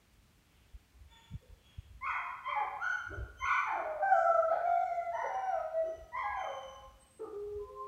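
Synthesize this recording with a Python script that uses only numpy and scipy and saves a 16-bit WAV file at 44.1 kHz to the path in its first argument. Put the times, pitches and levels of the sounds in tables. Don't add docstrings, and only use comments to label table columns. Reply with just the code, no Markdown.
import sys
import numpy as np
from scipy import signal
from scipy.fft import rfft, irfft, next_fast_len
from scipy.io import wavfile

SR = 44100
rng = np.random.default_rng(int(sys.argv[2]) if len(sys.argv) > 2 else 0)


def wav_out(sig):
    wavfile.write(sys.argv[1], SR, np.round(np.clip(np.atleast_2d(sig).T, -1, 1) * 32767).astype(np.int16))


N = 347067
TIME = np.arange(N) / SR
CUTOFF_HZ = 15700


# frequency_hz, gain_db
YELP_MOUTH = [(1050, -13.5), (1450, 3), (1750, 1.5), (2200, -2.5), (2450, -4), (2700, -27), (3000, -20),
              (3320, -5), (3750, -16.5), (4350, -11), (4800, -18.5), (6500, -18.5), (9000, -33.5)]
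# start_s, length_s, pitch_hz, crack_octaves, fall_octaves, level_db,
# roughness (0 to 1), octave_db, overtones_db, rasp_db
YELPS = [ (2.008, 0.16, 1120, .17, 0.67, -34.5, 0.79, -2.5, -33.5, 0),
         (2.435, .15, 1076, 0.14, 0.18, -35, 0.56, -5.5, -32.5, -8.5),
         (2.796, .15, 1462, 0.019, 0.044, -31.5, 0.54, -8, -27, -6),
         (3.4, 0.2, 1146, 0.29, 0.28, -33, 0.8, -2, -31, 4),
         (4.459, .13, 701.5, 0.27, .35, -32, 0.8, -11.5, -32.5, -16),
         (5.114, .18, 958, 0.063, 0.61, -37, 0.75, -9, -32, -7.5),
         (6.117, 0.14, 1051, .06, 0.01, -35, 0.59, -5.5, -27.5, -17.5)]

def yelp(start_s, length_s, pitch_hz, crack_octaves, fall_octaves, level_db,
         roughness, octave_db, overtones_db, rasp_db):
    t = clock(length_s)
    hoarseness = roughness * (1 + np.tanh((t - .042) / .026)) / 2
    scoop = .22 * np.exp(-t / .029)
    crack = crack_octaves * np.exp(-((t - .07) / .012) ** 2)
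    fall = fall_octaves * np.exp(-(np.maximum(length_s - t, 0) / .04) ** 2)
    pitch = pitch_hz * 2 ** (crack - scoop - fall)
    level_db += envelope_db(t, length_s, attack_s=.029, release_s=.069, edge_db=-20.5)
    voice = vocal_folds(pitch, level_db, hoarseness, octave_db, overtones_db, YELP_MOUTH, harmonics=6,
                        waver=.019, jitter=.045, smear_hz=113.5, rasp_db=rasp_db,
                        growl_db=-23.5, strain_db=15)
    return place(start_s, voice)


# frequency_hz, gain_db
HOWL_MOUTH = [(700, 3), (1050, 1), (1450, -8), (1750, -5), (2050, 2), (2400, -2.5), (2750, -28),
              (3400, -23.5), (3750, -20), (4300, -21), (4900, -25), (6000, -15), (7600, -22.5),
              (8500, -31.5)]
# start_s, length_s, first_hz, second_hz,
# slide_at_s, slide_s, level_db, peak_at_s, fade_db_per_s, roughness (0 to 1), octave_db, overtones_db
HOWLS = [ (2.471, .14, 587, 560, .08, .02, -48, 0.036, 40, 0.04, -20, -35.5),
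         (2.55, .13, 844.3, 681, 0.09, 0.011, -28, 0.028, 176.5, 0.2, -15.5, -41.5),
         (3.655, 0.18, 906.4, 633.5, 0.098, .024, -34.5, 0.044, 16.5, 0.22, -13, -38.5),
         (3.846, 0.22, 640, 597, 0.086, 0.037, -37, .05, 12.5, .08, -22.5, -41),
         (4.017, 0.41, 780.1, 671.3, .118, .013, -25, 0.049, 28, 0.12, -4.5, -38),
         (4.242, 0.3, 682.3, 649.3, 0.093, 0.023, -26.5, 0.013, 36, 0.11, -4.5, -37.5),
         (4.621, 0.79, 697, 640, .52, 0.032, -25, 0.1, 53.5, 0.04, -14.5, -38.5),
         (4.648, 0.57, 749.6, 682.7, 0.24, 0.02, -38, 0.081, 9.5, .1, -16, -22.5),
         (5.287, 0.38, 768, 637, .235, 0.019, -33.5, 0.21, 22, .09, -11.5, -32),
         (5.729, 0.71, 645, 654.8, 0.16, 0.02, -27.5, 0.053, 143.5, 0.07, -39.5, -33),
         (6.228, 0.68, 830.3, 531.2, 0.21, 0.027, -34, 0.059, 46.5, 0, -7.5, -33)]

def howl(start_s, length_s, first_hz, second_hz, slide_at_s, slide_s, level_db, peak_at_s,
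         fade_db_per_s, roughness, octave_db, overtones_db, mouth=HOWL_MOUTH, harmonics=12):
    t = clock(length_s)
    progress = (1 + np.tanh((t - slide_at_s) / slide_s / 2)) / 2
    sag_octaves = .03174 * t
    pitch = (first_hz + (second_hz - first_hz) * progress) * 2 ** -sag_octaves
    sliding = 2 * np.sqrt(progress * (1 - progress))
    roughness += 1.7 * np.log2(first_hz / second_hz) ** 2 * sliding
    octave_db += 5.5 * sliding
    near_ends = np.cos(np.pi * np.minimum(t / length_s, 1)) ** 2
    ring_db = 10.5 + 4.6 * (level_db + 25.5) - 15 * near_ends
    level_db -= fade_db_per_s * np.abs(t - peak_at_s)
    level_db += envelope_db(t, length_s, attack_s=.014, release_s=.036, edge_db=-17)
    voice = vocal_folds(pitch, level_db, roughness, octave_db, overtones_db, mouth, harmonics,
                        waver=.005, jitter=.065, smear_hz=83, rasp_db=-24.5,
                        growl_db=-28.5, strain_db=23, ring_db=ring_db)
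    return place(start_s, voice)


# frequency_hz, level_db
RASP_COLOUR = [(480, -40.5), (700, -2.5), (1050, -8.5), (1470, 32), (1650, -17), (1900, -23.5), (2250, 2.5),
               (2700, -33.5), (3300, -18.5), (3800, -29), (4300, -20.5), (5000, -36), (7000, -23.5),
               (12000, -46)]

def vocal_folds(pitch_hz, level_db, roughness, octave_db, overtones_db, mouth, harmonics,
                waver, jitter, smear_hz, rasp_db, growl_db, strain_db, ring_db=0):
    size = len(pitch_hz)
    roughness = np.clip(roughness, 0, 1)
    pitch_hz = pitch_hz * (1 + waver * drift(28.8, size) + jitter * roughness * drift(110, size))
    phase = 2 * np.pi * np.cumsum(pitch_hz) / SR
    tones = [(1, 1), (2, from_db(octave_db + at_hz(mouth, 2 * pitch_hz)))]
    for k in range(3, harmonics + 1):
        swell_db = 3 * drift(6, size) + ring_db * (k * pitch_hz > 4500)
        tone_db = overtones_db + swell_db + strain_db * roughness * 3 / k
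        tones.append((k, from_db(tone_db + at_hz(mouth, k * pitch_hz))))
    growl = from_db(growl_db) * np.exp(-((roughness - .45) / .1) ** 2)
    tones += [(1 / 2, growl), (3 / 2, growl)]
    voice = np.zeros(size)
    for k, gain in tones:
        unsteady = np.sqrt(1 - roughness ** 2) + roughness * flutter(smear_hz, size)
        voice += gain * (k * pitch_hz < CUTOFF_HZ) * np.real(unsteady * np.exp(1j * k * phase))
    rasp = from_db(rasp_db) * roughness ** 2 * noise(RASP_COLOUR, size)
    return from_db(level_db) * (np.sqrt(2) * voice + rasp)


# frequency_hz, gain_db
DEEP_MOUTH = [(750, 1.5), (920, -20), (1050, -1.5), (1280, -10), (1450, -36.5), (2200, -24)]
MOANS = [ (7.19, .13, 480, 404.8, 0.0352, 0.015, -40.5, 0.019, 62, 0.51, -10, -16),
         (7.27, 0.349, 406.6, 416.3, .09, 0.027, -39, 0.3, 32, 0.031, -21, -36),
         (7.584, .38, 503, 533.8, 0.12, 0.063, -51.5, 0.3, 31, 0.025, 3, -43),
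         (7.68, .26, 419, 410.6, 0.072, .03, -53, 0.13, 4, 0.014, -20, -34)]

def moan(*row):
    return howl(*row, mouth=DEEP_MOUTH, harmonics=4)


# peak_s, pitch_hz, level_db
GRUFF_NOTES = [(1.429, 530, -63.5), (2.607, 412, -55.5), (3.112, 392.3, -49.5), (3.13, 591, -54.5),
               (3.201, 445, -60.5), (3.741, 367.3, -52.5), (3.819, 426, -53.5), (4.281, 513, -51.5),
               (4.54, 589, -42.5), (4.928, 496, -57), (5.25, 562, -42.5), (5.859, 431, -49.5),
               (7.22, 432.7, -44)]

def gruff_note(peak_s, pitch_hz, level_db, attack_s=.027, release_s=.09, edge_db=-18):
    length_s = attack_s + release_s
    shape_db = envelope_db(clock(length_s), length_s, attack_s, release_s, edge_db)
    pitch = pitch_hz * (1 - .1 * shape_db / edge_db)
    voice = vocal_folds(pitch, level_db + shape_db, roughness=.72, octave_db=-16.5, overtones_db=-17.5,
                        mouth=DEEP_MOUTH, harmonics=3, waver=.056, jitter=.056, smear_hz=70.6,
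                        rasp_db=-26, growl_db=-23.5, strain_db=7)
    return place(peak_s - attack_s, voice)


# start_s, length_s, pitch_hz, bend (1 is the usual glide), level_db, overtones_db
THIN_TONES = [ (1.09, 0.25, 3548, 1.8, -68, -9.5), (1.628, 0.18, 3340, .8, -68.5, -17),
              (2.029, 0.29, 3310, 1.4, -64.5, -19), (2.429, 0.17, 3180, 0.76, -59.5, -36),
              (2.799, 0.3, 3160, 1.28, -62, -2), (3.368, 0.32, 3096, 0.9, -57.5, -4.5),
              (4.108, 0.15, 3075, 0.69, -66, -27.5), (4.66, 0.18, 3507, .5, -69.5, -23.5),
              (5.124, 0.56, 2990, 1, -69, -1), (5.822, 0.31, 2990, 0.15, -78.5, 3),
              (6.355, .54, 3132, 0.94, -59, -8.5), (6.976, 0.31, 8200, 0.12, -71, -36.5)]

def thin_tone(start_s, length_s, pitch_hz, bend, level_db, overtones_db):
    pitch, shape_db = rise_and_sink(length_s, pitch_hz, bend)
    wavering = pitch * (1 + .0065 * drift(45, len(pitch)))
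    phase = 2 * np.pi * np.cumsum(wavering) / SR
    tone = np.sin(phase)
    for k, drop_db in [(2, 0), (3, 24), (4, 24)]:
        tone += from_db(overtones_db - drop_db) * (k * pitch < CUTOFF_HZ) * np.sin(k * phase)
    tremble_db = 2.5 * drift(22, len(pitch))
    return place(start_s, np.sqrt(2) * from_db(level_db + shape_db + tremble_db) * tone)


def rise_and_sink(length_s, pitch_hz, bend):
    t = clock(length_s)
    glide = -.017 * np.exp(-t / .044) - .17 * t
    shape_db = envelope_db(t, length_s, attack_s=.033, release_s=.093, edge_db=-19.5) - 17.5 * t
    return pitch_hz * 2 ** (bend * glide), shape_db


# start_s, length_s, pitch_hz, level_db, octave_db
WHIMPERS = [(1.085, .17, 460, -82, 14)]

def whimper(start_s, length_s, pitch_hz, level_db, octave_db):
    pitch, shape_db = rise_and_sink(length_s, pitch_hz, bend=.96)
    voice = vocal_folds(pitch, level_db + shape_db, roughness=.22, octave_db=octave_db,
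                        overtones_db=10.5, mouth=HOWL_MOUTH, harmonics=6, waver=.012, jitter=.037,
                        smear_hz=39.7, rasp_db=-6, growl_db=-20, strain_db=10)
    return place(start_s, voice)


# frequency_hz, level_db
NOSE_COLOUR = [(1200, -7.5), (1900, -6.5), (2700, 0.5), (3400, 1), (4000, -27), (7000, -30), (10000, -43)]
# middle_s, half_length_s, level_db
NOSE_PUFFS = [(.58, 0.12, -79.5), (1.195, 0.067, -71), (1.716, .09, -73)]

def nose_puffs():
    swells = sum(from_db(level_db) * bell_curve(TIME - middle_s, half_length_s)
                 for middle_s, half_length_s, level_db in NOSE_PUFFS)
    return swells * noise(NOSE_COLOUR, N)


# frequency_hz, fade_s
ECHO_TIMES = [(350, 0.53), (1000, 1.1), (2500, 0.89), (6000, 0.84), (12000, 0.1)]

def kennel(sound, direct_db, echo_db, build_s):
    t = TIME[:SR * 3 // 2]
    edges_hz = np.geomspace(150, 16000, 9)
    build_up = 1 - np.exp(-(t / build_s) ** 2)
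    tail = np.zeros(len(t))
    for low, high in zip(edges_hz, edges_hz[1:]):
        band = filtered(rng.standard_normal(len(t)), 2, [low, high], "band")
        decay = from_db(-60 * t / at_hz(ECHO_TIMES, np.sqrt(low * high))) * build_up
        tail += band * decay / np.sqrt(np.sum(decay ** 2))
    return from_db(direct_db) * sound + from_db(echo_db) * signal.fftconvolve(sound, tail)[:N]


# middle_s, level_db, half_length_s, top_hz
WIND_BUMPS = [(0.744, -43, 0.011, 65.5), (1.027, -53.5, 0.048, 76), (1.341, -39, 0.017, 139),
              (1.514, -48.5, 0.014, 87), (1.789, -36.5, 0.0056, 87), (1.956, -53, 0.08, 87),
              (3.138, -48, 0.048, 99.2), (3.21, -37, 0.028, 87.4), (3.39, -51, 0.073, 75.6),
              (5.998, -52, 0.026, 85), (6.295, -57, 0.076, 80), (6.843, -57, 0.063, 68.4),
              (7.567, -52.5, 0.074, 82.4)]

def wind_bumps(low_hz=38):
    t = np.arange(-SR // 2, SR // 2) / SR
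    out = np.zeros(N)
    for middle_s, level_db, half_length_s, top_hz in WIND_BUMPS:
        swell = bell_curve(t, half_length_s)
        bump = filtered(rng.standard_normal(len(t)), 3, [low_hz, top_hz], "band") * swell
        bump *= np.sqrt(np.sum(swell ** 2) / np.sum(bump ** 2))
        out += from_db(level_db) * np.interp(TIME - middle_s, t, bump, left=0, right=0)
    return out


# frequency_hz, level_db
BREEZE_COLOUR = [(20, -26), (45, 2.5), (75, 0.5), (150, -18.5), (400, -41.5)]

def breeze(level_db=-73, swing_db=4):
    return from_db(level_db - swing_db * drift(20, N)) * noise(BREEZE_COLOUR, N)


# frequency_hz, level_db
HUSH_COLOUR = [(20, -18), (35, -3), (55, -0.5), (110, -6.5), (220, -11.5), (500, -20.5), (1200, -22),
               (2500, -23), (5000, -29), (9300, -32), (10400, -36.5), (11500, -34), (15500, -37)]

def hush(level_db=-66.5):
    return from_db(level_db) * noise(HUSH_COLOUR, N)


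def clock(length_s):
    return TIME[:int(np.ceil(length_s * 4)) * SR // 4]


def envelope_db(t, length_s, attack_s, release_s, edge_db):
    return edge_db * (np.maximum(1 - t / attack_s, 0) + np.maximum(1 - (length_s - t) / release_s, 0))


def bell_curve(t, half_length_s):
    return np.exp(-.5 * (t / half_length_s) ** 2)


def place(start_s, call):
    fades = signal.windows.tukey(len(call), SR / 100 / len(call))
    return np.concatenate([np.zeros(int(start_s * SR)), fades * call, np.zeros(N)])[:N]


def noise(colour, size):
    padded = next_fast_len(size)
    spectrum = rfft(rng.standard_normal(padded))
    gains = from_db(at_hz(colour, np.arange(len(spectrum)) * SR / padded))
    return rms_one(irfft(spectrum * gains, padded)[:size])


def drift(rate_hz, size):
    return rms_one(filtered(rng.standard_normal(size + SR // 2), 2, rate_hz))[-size:]


def flutter(rate_hz, size):
    white = rng.standard_normal((2, size + SR // 4))
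    real, imag = filtered(white, 6, rate_hz)[:, -size:]
    return (rms_one(real) + 1j * rms_one(imag)) / np.sqrt(2)


def filtered(sound, order, hz, keep="low"):
    return signal.sosfilt(signal.butter(order, hz, keep, fs=SR, output="sos"), sound)


def at_hz(points, hz):
    table = np.array(points)
    return np.interp(np.log(np.maximum(hz, 1)), np.log(table[:, 0]), table[:, 1])


def from_db(db):
    return 10 ** (np.asarray(db) / 20)


def rms_one(x):
    return x / np.sqrt(np.mean(x ** 2) + 1e-20)


def scene():
    yelps = sum(yelp(*row) for row in YELPS)
    whimpers = sum(whimper(*row) for row in WHIMPERS)
    howls = sum(howl(*row) for row in HOWLS)
    moans = sum(moan(*row) for row in MOANS)
    thin_sounds = sum(thin_tone(*row) for row in THIN_TONES) + nose_puffs()
    gruff_notes = sum(gruff_note(*row) for row in GRUFF_NOTES)
    dogs = kennel(yelps + whimpers, direct_db=-4.5, echo_db=.5, build_s=.014)
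    dogs += kennel(howls + moans, direct_db=-3, echo_db=-2.5, build_s=.012)
    dogs += kennel(thin_sounds + gruff_notes, direct_db=0, echo_db=0, build_s=.002)
    return (dogs + wind_bumps() + breeze() + hush())[None]


def record(dry):
    thin = filtered(dry, 3, hz=38, keep="high")
    return signal.sosfilt(signal.ellip(10, .1, 80, CUTOFF_HZ, fs=SR, output="sos"), thin)


dry = scene()
out = record(dry)
wav_out(out)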